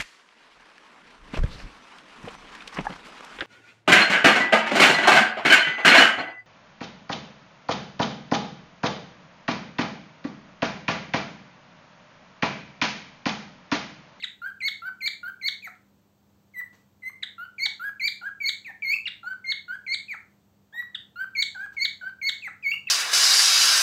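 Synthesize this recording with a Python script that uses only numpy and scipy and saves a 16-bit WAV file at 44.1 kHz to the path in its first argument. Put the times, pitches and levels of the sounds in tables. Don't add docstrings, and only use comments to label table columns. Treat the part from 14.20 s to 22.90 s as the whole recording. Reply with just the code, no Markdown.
import sys
import numpy as np
from scipy import signal
from scipy.fft import rfft, irfft, next_fast_len
from scipy.io import wavfile
from scipy.ndimage import uniform_filter1d

SR = 44100
rng = np.random.default_rng(int(sys.argv[2]) if len(sys.argv) > 2 else 0)


def generate_wav(sig):
    pcm = np.round(np.clip(np.atleast_2d(sig).T, -1, 1) * 32767).astype(np.int16)
    wavfile.write(sys.argv[1], SR, pcm)


N = 383669
LEAD = SR // 5


def gain_of(db):
    return 10 ** (np.asarray(db) / 20)


def unit_rms(x):
    return x / np.sqrt(np.mean(x ** 2) + 1e-20)


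def value_at(points, hz):
    f, value = np.transpose(points)
    return np.interp(np.log(hz + 1), np.log(f + 1), value)


def coloured(x, points):
    size = next_fast_len(len(x))
    return irfft(rfft(x, size) * gain_of(value_at(points, np.fft.rfftfreq(size, 1 / SR))), size)[:len(x)]


def drift(count, size):
    return unit_rms(uniform_filter1d(uniform_filter1d(rng.standard_normal(count), size), size))


def add(mix, s, sound):
    part = mix[LEAD + round(s * SR):][:len(sound)]
    part += sound[:len(part)]


def syrinx(rows, sparkle_db, halves_db):
    # multiple of the pitch, level in dB.
    overtones = [(3, 13), (4, 6), (5, 3.5), (6, -2), (7, -2), (8, -2.5), (9, -7), (10, -5.5), (11, -4)]
    # frequency in Hz, gain in dB.
    windpipe = [(4500, 0), (5200, -15), (5900, -13), (6500, -1), (7700, 4), (9000, 0)]
    # multiple of the pitch, relative level in dB.
    half_lines = [(.5, -33), (1.5, -30.5), (2.5, -42), (3.5, -45)]
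    s, *columns = np.transpose(rows)
    t = np.arange(s[0], s[-1], 1 / SR)
    hz, fundamental_db, octave_db, upper_db = (
        uniform_filter1d(np.interp(t, s, c), size=90, mode="nearest") for c in columns)
    glide = abs(np.gradient(np.log(hz))) * SR
    sparkle_db = sparkle_db - np.minimum(.6 * glide, 24)
    slack = np.clip(glide / 25, 0, 1)
    sharp = .25 * np.exp(-(t - t[0]) / .0007)
    sung_hz = hz * (1 + sharp + .0013 * drift(len(t), size=60))
    phase = 2 * np.pi * (np.cumsum(sung_hz) / SR + rng.random())
    husk = 1 + (.02 + .15 * slack) * drift(len(t), size=25)
    tone = gain_of(fundamental_db + 1.2 * drift(len(t), size=200)) * husk * np.sin(phase)
    tone += gain_of(octave_db) * np.cos(2 * phase)

    def partial(k, db):
        return gain_of(db) * (k * hz < SR / 2.2) * np.sin(k * phase + k * k)

    for k, db in overtones:
        top = np.clip((k * hz - 9000) / 2000, 0, 1)
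        flicker_db = 4.5 * drift(len(t), size=250)
        tone += partial(k, upper_db + db + flicker_db + value_at(windpipe, k * hz) + top * sparkle_db)
    low_voice = np.clip((1800 - hz) / 200, 0, 1) * gain_of(halves_db + 3 * drift(len(t), size=300))
    for k, db in half_lines:
        tone += low_voice * gain_of(fundamental_db + db) * np.sin(k * phase)
    for k in np.arange(7.5, 11):
        tone += low_voice * partial(k, upper_db + sparkle_db - 4.5)
    air = gain_of(upper_db - 17) * rng.standard_normal(len(t))
    edges = np.clip(np.minimum((t - t[0]) / .0031, (t[-1] - t) / .002), 0, 1)
    return s[0], np.sqrt(2) * gain_of(-1) * edges * (tone + air)


def short_note(shape, start, settle, swell, turn, onset_hz, settle_hz, swell_hz, turn_hz,
               settle_db, swell_db, octave_db, upper_db, sparkle_db, fade_db=0, halves_db=-8):
    stages, drop = shape
    turn_db = swell_db + fade_db
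    path = [(0, onset_hz, settle_db), (settle, settle_hz, settle_db),
            (swell, swell_hz, swell_db), (turn, turn_hz, turn_db)]
    rows = [(start + s, hz, *np.add((db, octave_db, upper_db), offsets))
            for (s, hz, db), offsets in zip(path, stages)]
    rows += [(start + turn + later, share * turn_hz, *np.add((turn_db, octave_db, upper_db), offsets))
             for later, share, *offsets in drop]
    return syrinx(rows, sparkle_db, halves_db)


def song():
    # start in seconds; settle, swell and turn in seconds after it; four stage pitches in Hz;
    # then in dB the fundamental at settle and swell, octave, higher overtones, sparkle (full above
    # 11 kHz) and, where given, fade from swell to turn and half lines.
    high = [(-.16, .02, .05, 0.057, 2383, 2080, 2149, 2262, -28, -26, -21, -55, 2.5, -7.5),
            (.404, 0.022, 0.0566, 0.0678, 2528, 2015, 2210, 2218, -33, -25, -22, -50.5, 0, -2.5),
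            (.806, 0.019, .051, 0.0591, 2497, 2080, 2135, 2354, -34, -29, -21, -51, 5.5, 2.5),
            (1.212, 0.021, 0.0533, 0.06116, 2345, 2027, 2188, 2274, -37.5, -26, -19.5, -51, 2.5, -1),
            (3.381, .022, 0.0612, 0.0679, 2400, 2071, 2266, 2259, -32, -24, -18.5, -45.5, -5.5, -1.5),
            (3.796, .018, 0.0547, 0.073, 2522, 2041, 2296, 2402, -31.5, -24, -20.5, -50.5, 4, -5),
            (4.202, .045, .06, 0.0783, 2335, 2185, 2131, 2300, -30, -25.5, -19, -50, 7.5, -2.5),
            (5.242, .03, 0.064, 0.06784, 2150, 2095, 2171, 2248, -35, -22, -21.5, -54, -4, -6.5),
            (5.664, 0.02, 0.063, .069, 2367, 2056, 2182, 2340, -32.5, -24, -22, -55, -4, -6.5),
            (7.15, .022, 0.044, 0.06465, 2396, 2118, 2182, 2278, -28.5, -22, -17.5, -48.5, 0, -7.5),
            (7.566, 0.036, 0.0568, 0.0759, 2265, 2075, 2213, 2274, -29, -23.5, -18, -49, -3.5, -2.5),
            (8.014, 0.02, 0.0602, 0.0679, 2306, 2102, 2229, 2202, -31, -26, -19.5, -49, 3, -1.5)]
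    low = [(.217, 0.0179, 0.0552, 0.0832, 1380, 1395, 1624, 1569, -37.5, -31.5, -64, -80.5, 10.5, -8, -4.5),
           (0.619, .028, 0.0441, 0.0696, 1334, 1404, 1515, 1531, -38, -34, -65, -80.5, 10.5, 1, 1),
           (1.03, 0.0275, 0.0544, 0.068, 1406, 1431, 1576, 1564, -36.5, -34.5, -62, -77, 11.5, -3.5, -2.5),
           (3.18, 0.0053, 0.01975, 0.0726, 1337, 1370, 1380, 1525, -40, -36, -59.5, -81, 10, -6, -6),
           (3.595, 0.0094, .06, 0.0966, 1392, 1337, 1651, 1651, -39, -32.5, -64.5, -76.5, 15, -0.5, -12),
           (4.012, 0.0129, 0.0563, 0.0764, 1535, 1346, 1645, 1600, -44, -31.5, -64, -78, 4, -1.56, -6.5),
           (5.03, 0.0253, 0.0461, .101, 1374, 1386, 1478, 1551, -43, -32, -64, -75.5, -0.2, -5.5, -5.5),
           (5.48, .013, 0.032, .074, 1430, 1429, 1480, 1653, -40.5, -33.5, -61, -76, 2.4, -3.5, -8),
           (6.957, 0.0297, 0.051, 0.0843, 1369, 1447, 1539, 1573, -41.5, -31, -58, -74.5, 6, -3, -6),
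           (7.347, .022, 0.0985, 0.113, 1646, 1465, 1663, 1569, -38.5, -35.5, -67, -75.5, -4.5, -3, 2),
           (7.811, 0.0187, 0.0713, 0.0827, 1565, 1451, 1576, 1531, -39.5, -33.5, -63, -77.5, -2, -8, -0.12)]
    middle = [(2.336, 0.024, 0.0591, .072, 2224, 1965, 1998, 1881, -42, -33.5, -64, -64.5, 12.8),
              (2.821, 0.0178, 0.063, 0.0746, 2115, 2001, 2086, 2135, -39.5, -36, -61.5, -64.5, 7.3),
              (6.524, 0.017, .072, 0.0974, 1583, 1830, 1940, 1905, -44, -32, -50.5, -67.5, 9)]
    chips = [(.023, .011, .015, 0.0193, 2944, 2264, 1958, 1924, -38, -28.5, -22, -53.5, -10),
             (3.024, .004, .007, 0.0092, 2529, 2158, 1998, 1931, -39, -28, -22, -52.5, -3.5),
             (4.855, .009, 0.019, 0.02513, 2796, 2831, 2095, 1842, -28.5, -32, -25.5, -61.5, -7),
             (6.745, .001, .002, 0.0066, 1899, 1953, 1905, 1803, -34.5, -33.5, -24.5, -62.5, -3.5),
             (8.67, .013, .018, 0.0259, 2650, 2640, 2060, 1787, -32.5, -36.5, -41.5, -67, 7.5)]
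    falls = [(1.422, 0.0294, 0.0512, 0.0547, 2539, 2217, 1841, 1390, -39, -40.5, -62.5, -69, 11, 7.5, -5.5),
             (4.446, 0.0249, 0.0403, 0.0578, 2640, 2135, 1834, 1794, -39.5, -40.5, -62, -74.5, 5, 5, 7),
             (5.882, .034, .055, .065, 2547, 2238, 1863, 1370, -33.5, -35.5, -57, -71, 6, 0, 7.5),
             (8.22, 0.031, 0.0543, 0.0634, 2740, 2196, 1957, 1379, -36, -34.5, -62.5, -69, -2, 0.5, -2.5)]
    # seconds after the turn, share of the turn pitch, the same three offsets.
    high_shape = ([(-4, -51.5, -32.5), (-0.5, -22, -16), (-2, -7, -9), (-1, -13.5, -7.5)],
                  [(.006, 0.962, -1.5, -8, -6.5), (.01, .89, -5.5, -2.5, -3.5),
                  (.0135, 0.7972, -6.5, -0.5, 3.5), (.016, 0.6787, -13, -12.5, -6.5),
                  (.019, 0.56, -27.5, -34, -19.5)])
    low_shape = ([(-1, 1, -5), (0.83, -5, -2.5), (0.68, 1, 2), (0, -0.5, -1)], [(.003, .92, -1.5, 1, -4),
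                 (.006, .74, -16, -10.5, -10)])
    middle_shape = ([(-12.5, -19.5, -26), (-0.5, -7.5, -14.5), (2.5, 3.5, -1.5), (-2.5, -4.5, -8.5)],
                    [(.003, .91, -14, -20, -10), (.006, .57, -21.5, -20, -23.5), (.011, .51, -30, -5, -28)])
    chip_shape = ([(2.5, -41.5, -23), (-0.5, -27, -19.5), (-2, -13, -14.5), (-11.5, -0.5, -3)],
                  [(.004, .85, -8.5, -9, 2), (.009, .66, -25.5, -31, -21)])
    fall_shape = ([(-7, -19.5, -21), (0, 4, 1), (-1, -3.5, -1), (-6.5, -9.5, -7)],
                  [(.009, .9, -13, -7.5, -13.5)])
    # time in seconds, pitch in Hz, fundamental, octave, overtones in dB.
    leaps = [
        [(4.621, 2377, -31, -73.5, -80.5), (4.658, 2121, -29.5, -44.5, -72), (4.7, 2189, -26, -31.5, -60.5),
         (4.725, 2362, -25, -41, -59.5), (4.743, 2652, -21.5, -62.5, -76), (4.757, 2653, -42.5, -57, -73),
         (4.775, 2545, -35.5, -61, -80)],
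        [(8.425, 2602, -42.5, -73, -103.5), (8.446, 2293, -33.5, -54, -72), (8.467, 2179, -23, -47, -68.5),
         (8.515, 2297, -31.5, -42, -62), (8.519, 2698, -23, -58, -74.5), (8.545, 2856, -32, -67, -74),
         (8.566, 2912, -48.5, -68, -75.5)],
    ]
    mix = np.zeros(LEAD + N)
    for shape, notes in ((high_shape, high), (low_shape, low), (middle_shape, middle),
                         (chip_shape, chips), (fall_shape, falls)):
        for row in notes:
            add(mix, *short_note(shape, *row))
    for rows in leaps:
        add(mix, *syrinx(rows, sparkle_db=6, halves_db=-8))
    return mix


def living_room(x):
    # frequency in Hz, seconds for the tail to fall 60 dB.
    decay = [(700, 0.32), (1500, 0.324), (2500, 0.305), (4500, 0.2726), (8000, 0.33), (14000, .22)]
    # delay in seconds, level in dB against the direct sound.
    walls = [(.008, -11.5), (.012, -13.5), (.017, -24.5), (.024, -16.5)]
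    hz, t, spectrum = signal.stft(rng.standard_normal(SR), SR, nperseg=256)
    spectrum *= gain_of(-60 * t / value_at(decay, hz)[:, None])
    tail = signal.istft(spectrum, SR, nperseg=256)[1][:SR]
    tail *= np.clip(np.arange(SR) / SR / .041, 0, 1)
    response = gain_of(-9) * tail / np.linalg.norm(tail)
    response[0] = 1
    for s, db in walls:
        response[round(s * SR)] += gain_of(db) * rng.choice([-1, 1])
    return signal.fftconvolve(x, response)[:len(x)]


def house():
    # frequency in Hz, rms level in dB.
    mains = [(100, -75.5), (200, -70), (300, -82.5), (400, -94)]
    # frequency in Hz, relative noise density in dB.
    wash_spectrum = [(30, -31), (48, -24.5), (65, -3), (100, 0), (180, 0), (400, -8.5), (900, -13.5),
                     (2000, -23.5), (5000, -25), (8000, -21), (13000, -31), (16000, -29.5)]
    # time in seconds, gain in dB.
    rumble_swell = [(0, -1.5), (4.2, -0.5), (4.8, 0.5), (6.5, 1.5), (8, 4.5), (8.7, 5.5)]
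    t = np.arange(N) / SR
    hum = np.zeros(N)
    for hz, db in mains:
        amplitude = np.sqrt(2) * gain_of(db + .54 * drift(N, size=3000))
        hum += amplitude * np.sin(2 * np.pi * (hz * t + rng.random()))
    wash = unit_rms(coloured(rng.standard_normal(N), wash_spectrum))
    rumble = coloured(wash, [(150, -4.5), (400, -35.5)])
    wash += rumble * (gain_of(np.interp(t, *np.transpose(rumble_swell))) - 1)
    return hum + gain_of(-66.5 + .5 * drift(N, size=9000)) * wash


def throat_rasps():
    # start in seconds, level in dB, centre pitch in Hz, length in seconds.
    rasps = [(1.461, -48.5, 774, 0.0395), (2.367, -61.5, 1008, 0.01), (2.411, -56.5, 1036, 0.013),
             (2.897, -48, 1090, 0.0055), (3.46, -43, 949.6, 0.014), (4.007, -53.5, 802.7, 0.041),
             (4.481, -51.5, 829.5, 0.0418), (4.756, -51, 1243, 0.00875), (8.536, -48, 1393, 0.0095),
             (5.036, -51, 882, 0.017), (5.939, -49.5, 749.7, 0.0136), (6.53, -56, 863, 0.0447),
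             (7.349, -52, 946.5, 0.0145), (7.816, -59, 744, 0.04), (8.271, -49.5, 742, 0.0169)]
    mix = np.zeros(LEAD + N)
    for s, db, hz, length in rasps:
        count = round(length * SR)
        rough_hz = hz * (1 + .12 * drift(count, size=60))
        phase = 2 * np.pi * (np.cumsum(rough_hz) / SR + rng.random())
        add(mix, s, gain_of(db + 3 * drift(count, size=80)) * np.sin(phase) * np.hanning(count))
    return mix


def beak_clicks():
    # start in seconds, level in dB.
    clicks = [(1.553, -46), (2.3765, -49), (2.8509, -63), (4.551, -47.5), (5.2564, -44)]
    t = np.arange(100) / SR
    ring = np.sin(2 * np.pi * 3200 * t) * np.exp(-t / .00015)
    mix = np.zeros(LEAD + N)
    for s, db in clicks:
        add(mix, s, gain_of(db) * ring)
    return mix


def feather_rustles():
    # time in seconds, level in dB.
    rustles = [
        [(2.522, -77), (2.534, -63), (2.545, -63.5), (2.555, -62.5), (2.6, -73.5), (2.63, -74)],
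        [(7.52, -74), (7.53, -61.5), (7.56, -64)],
    ]
    mix = np.zeros(LEAD + N)
    for rows in rustles:
        s, db = np.transpose(rows)
        t = np.arange(s[0], s[-1], 1 / SR)
        grains = rng.standard_normal(len(t)) * gain_of(2.5 * drift(len(t), size=120))
        hiss = coloured(grains, [(500, -8.5), (1000, -2), (3000, -11), (8000, -10.5), (12000, -23)])
        envelope = gain_of(np.interp(t, s, db)) * signal.windows.tukey(len(t), .2)
        add(mix, s[0], unit_rms(hiss) * envelope)
    return mix


def scene():
    bird = song() + throat_rasps() + beak_clicks() + feather_rustles()
    return (living_room(bird)[LEAD:] + house())[None]


def record(dry):
    # frequency in Hz, gain in dB.
    port_response = [(4650, 1.5), (4900, -1.5), (6000, -1.5), (6250, -1), (7000, -4), (8400, -4.5),
                     (8800, -29.5), (10000, -29), (11400, -22), (11750, -1.5), (13000, 5.5), (15000, 2.5)]
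    heard = coloured(dry[0], port_response)[None] + gain_of(-85.5) * rng.standard_normal((1, N))
    band_limit = signal.firwin(1023, cutoff=15800, window=("kaiser", 9), fs=SR)
    return signal.oaconvolve(heard, band_limit[None], "same")


dry = scene()
out = record(dry)
generate_wav(out)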